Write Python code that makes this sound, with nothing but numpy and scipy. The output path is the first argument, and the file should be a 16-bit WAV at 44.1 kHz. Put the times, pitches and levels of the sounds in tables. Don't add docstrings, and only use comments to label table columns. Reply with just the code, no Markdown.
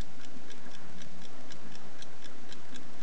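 import sys
import numpy as np
from scipy import signal
from scipy.fft import rfft, irfft
from scipy.io import wavfile
from scipy.ndimage import uniform_filter1d

SR = 44100
rng = np.random.default_rng(int(sys.argv[2]) if len(sys.argv) > 2 else 0)


def pcm_store(signal):
    levels = np.round(np.clip(np.atleast_2d(signal), -1, 1) * 32767)
    wavfile.write(sys.argv[1], SR, levels.astype(np.int16).T)


N = 133182


def amp(db):
    return 10 ** (np.asarray(db) / 20)


def unit(x):
    return x / np.sqrt(np.mean(x ** 2) + 1e-20)


def add(mix, start_s, sound):
    at = round(start_s * SR)
    sound = sound[max(-at, 0):]
    part = mix[max(at, 0):][:len(sound)]
    part += sound[:len(part)]


def watch():
    # drop_s, brightness (dB per octave), unlock_db, impulse_db, drop_db
    beats = [(.0117, 0, -54, -52.5, -47), (.2462, -1, -53.5, -52, -47.5), (.5147, -1.5, -58.5, -47.5, -47),
             (.7484, 0.5, -54, -53, -48.5), (1.0169, -2, -54, -50, -45.5), (1.2503, 1, -51.5, -53, -48),
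             (1.5193, -0.3, -60, -49, -45), (1.7529, -1, -54, -54.5, -46.5), (2.0217, 0.9, -52, -50.5, -43),
             (2.2559, 0, -53, -49, -46), (2.5238, -0.5, -53.5, -49, -43.5), (2.7587, -2, -54, -49, -44),
             (3.0261, 2, -56.5, -51.5, -43)]
    # (dB per octave, before brightness)
    tick_contacts = [(.0355, 0.0017, 0.0032, 0.007, -7), (.0148, 0.001, 0.0053, .0018, -9.5),
                     (0.00027, 0.000079, 0.0011, 0.004, -0.6)]
    tock_contacts = [(.0355, .0015, .0045, 0.0024, -5), (.0143, .0005, 0.0022, 0.0039, -2),
                     (0, 0.00096, 0.0024, 0.0011, 0.5)]
    out = np.zeros(N)
    for k, (drop_s, bright_db, *levels_db) in enumerate(beats):
        side = k % 2
        contacts = (tick_contacts, tock_contacts)[side]
        for stage, (lead_s, rise_s, hold_s, fade_s, tilt_db) in enumerate(contacts):
            burst = contact(side, rise_s, hold_s, fade_s, tilt_db + bright_db, is_drop=stage == 2)
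            add(out, drop_s - lead_s, amp(levels_db[stage]) * burst)
    return out


def contact(side, rise_s, hold_s, fade_s, tilt_db, is_drop):
    # pitch_hz, t60_s (time to fade by 60 dB), relative tick_db, relative tock_db
    plate_modes = [(1630, 0.032, -5.4, -4.5), (2210, .018, -10, -9.5), (2550, 0.026, -10, -8),
                   (3090, 0.036, -4, -5.5), (3423, 0.018, -1, 2), (3820, 0.0086, 1, -4.5),
                   (4100, .018, -6, -11), (4460, 0.0077, -10.5, -21), (5253, 0.013, -2.5, -1.9),
                   (5687, .012, -2.5, -3.5), (5860, 0.17, -12, -17), (6020, 0.025, -2.5, -7),
                   (7075, 0.0045, -4, -5.5), (7960, 0.0057, -5, -14.5), (9070, 0.004, -15.5, -13)]
    impacts_per_s, scrape = 3500, 0.39
    first_blow = 0.13
    rebound_s, rebound_db, rebound_spread = .0038, -10.5, .25
    spread_db, detune = 2.8, 0.0046
    build_s = 0.0002

    t = np.arange(SR // 10) / SR
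    impacts = rng.random(len(t)) < impacts_per_s / SR
    grains = rng.standard_normal(len(t)) * (impacts + scrape)
    envelope = np.minimum(t / rise_s, 1) * np.exp(-np.maximum(t - hold_s, 0) / fade_s)
    force = grains * envelope
    force = force / np.linalg.norm(force)
    if is_drop:
        add(force, 0, np.array([first_blow]))
        bounce_s = rebound_s * (1 + rebound_spread * rng.uniform(-0.7, 1))
        add(force, bounce_s, amp(rebound_db) * force)

    sound = np.zeros(len(t))
    for pitch_hz, t60_s, *level_db in plate_modes:
        tilted_db = level_db[side] + tilt_db * np.log2(pitch_hz / SR)
        gain = amp(tilted_db + spread_db * rng.standard_normal())
        detuned_hz = pitch_hz * (1 + detune * rng.standard_normal())
        ring = np.sin(2 * np.pi * (detuned_hz * t + rng.random()))
        ring *= (1 - np.exp(-t / build_s)) * np.exp(-np.log(1000) * t / t60_s)
        sound += gain * unit(signal.fftconvolve(force, ring)[:len(t)])
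    return unit(sound) / np.sqrt(10)


def room(x):
    t60_s, tail_db = 0.11, -12.5
    t = np.arange(SR // 4) / SR
    fade = np.exp(-np.log(1000) * t / t60_s)
    tail = rng.standard_normal(len(t)) * fade * (t > .002)
    return x + amp(tail_db) * signal.fftconvolve(x, tail / np.linalg.norm(tail))[:N]


def knocks():
    # start_s, pitch_hz, level_db
    bumps = [(.19, 1440, -53), (.36, 240, -50.5), (0.656, 1580, -54.5), (1.654, 250, -54),
             (1.66, 1520, -56), (2.305, 1370, -56.5), (2.67, 1580, -59.5)]
    rise_s, width = 0.0092, .14
    out = np.zeros(N)
    age = np.arange(SR // 5) / SR / rise_s
    swell = age * np.exp(1 - age)
    for start_s, pitch_hz, level_db in bumps:
        noise = unit(tone(pitch_hz, width * pitch_hz)[:len(age)])
        add(out, start_s, amp(level_db) * swell * noise)
    return out


def static():
    # start_s, level_db
    clicks = [(.0479, -37.5), (0.3716, -35), (.5541, -36), (0.5805, -30), (0.5916, -40), (0.6545, -34),
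              (0.708, -38), (0.897, -34), (0.9264, -36.5), (0.9693, -38), (1.0477, -33), (1.1897, -35),
              (1.1952, -36), (1.332, -34.5), (1.41, -31), (1.5567, -35), (1.567, -34.5), (1.795, -40),
              (2.1312, -37.5), (2.299, -36), (2.555, -36), (2.654, -35), (2.693, -35), (2.8324, -34),
              (2.933, -35), (2.9411, -33.5)]
    crackle_per_s, crackle_db = 22, -45.5
    dull_hz = 4500
    crackle = rng.standard_normal(N) * (rng.random(N) < crackle_per_s / SR)
    out = amp(crackle_db) * crackle
    for start_s, level_db in clicks:
        add(out, start_s, np.array([amp(level_db)]))
    return signal.lfilter([1], [1, -np.exp(-2 * np.pi * dull_hz / SR)], out)


def hum():
    # pitch_hz, width_hz, level_db
    wavering = [(124, 8.6, -67.5), (245.9, 7, -61.5), (7760, 44, -92.5), (8200, 20, -89)]
    # time_s, level_db
    drone_levels = [(0, -66.5), (0.699, -62.5), (1.0, -53), (1.201, -57.5), (1.4, -66), (1.599, -63.5),
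                    (1.9, -58.5), (2.1, -73.5), (3.02, -63.5)]
    # pitch_hz, level_db
    whine_tones = [(1102, -74), (2204, -82), (2755, -82.5)]
    t = np.arange(N) / SR
    drone_db = np.interp(t, *np.transpose(drone_levels))
    out = amp(drone_db) * tone(180.2, 9)
    for pitch_hz, level_db in whine_tones:
        out += amp(level_db) * unit(np.sin(2 * np.pi * pitch_hz * t))
    for pitch_hz, width_hz, level_db in wavering:
        out += amp(level_db) * tone(pitch_hz, width_hz)
    return out


def tone(pitch_hz, width_hz):
    f = np.fft.rfftfreq(N, 1 / SR)
    resonance = 1 / (1 + ((f - pitch_hz) / width_hz) ** 2)
    return unit(irfft(rfft(rng.standard_normal(N)) * resonance, N))


def background():
    # pitch_hz, relative level (dB per Hz)
    spectrum = [(20, -22), (55, -17), (90, -8.5), (130, -3.5), (260, 0.5), (420, -4.5), (540, -5.5),
                (670, -4), (850, -9), (1150, -12), (1550, -10), (2000, -13.5), (2700, -16.5), (4500, -18.5),
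                (6500, -20), (8200, -27.5), (9000, -36), (10000, -27)]
    # time_s, relative level_db
    murmur_levels = [(0, -1.5), (0.501, 0), (0.801, 3), (1.101, -1), (1.4, 1.5), (1.799, 2), (2.099, 0.5),
                     (2.452, 1), (2.649, 1.5), (3.02, 1.5)]
    floor_db = -52.5
    murmur_hz, murmur_octaves = 796, 1
    patch_db, patch_s, patch_hz = 1.67, .09, 300
    patch_top_hz = 2520
    size = 1024
    hop = size // 4
    hz = np.fft.rfftfreq(size, 1 / SR)

    real, imaginary, patches = rng.standard_normal((3, N // hop + 10, len(hz)))
    patches = uniform_filter1d(patches, max(1, round(patch_s * SR / hop)), axis=0)
    patches = unit(uniform_filter1d(patches, max(1, round(patch_hz * size / SR)), axis=1))
    f, db = np.transpose(spectrum)
    field_db = np.interp(np.log(hz + 1), np.log(f), db)
    field_db = field_db + patch_db * patches / (1 + (hz / patch_top_hz) ** 2)
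    swell_db = np.interp(np.arange(len(real)) * hop / SR, *np.transpose(murmur_levels))
    octaves_away = np.log2((hz + 1) / murmur_hz)
    field_db += swell_db[:, None] * np.exp(-(octaves_away / murmur_octaves) ** 2 / 2)

    frames = (real + 1j * imaginary) * amp(field_db)
    noise = signal.istft(frames.T, nperseg=size, noverlap=size - hop)[1][:N]
    return amp(floor_db) * unit(noise)


def scene():
    return (room(watch()) + knocks() + static() + hum() + background())[None]


def record(dry):
    edge_hz, offset = 9050, -.0754
    lowpass = signal.firwin(85, edge_hz, window=("kaiser", 8), fs=SR)
    return signal.oaconvolve(dry, lowpass[None], "same") + offset


dry = scene()
out = record(dry)
pcm_store(out)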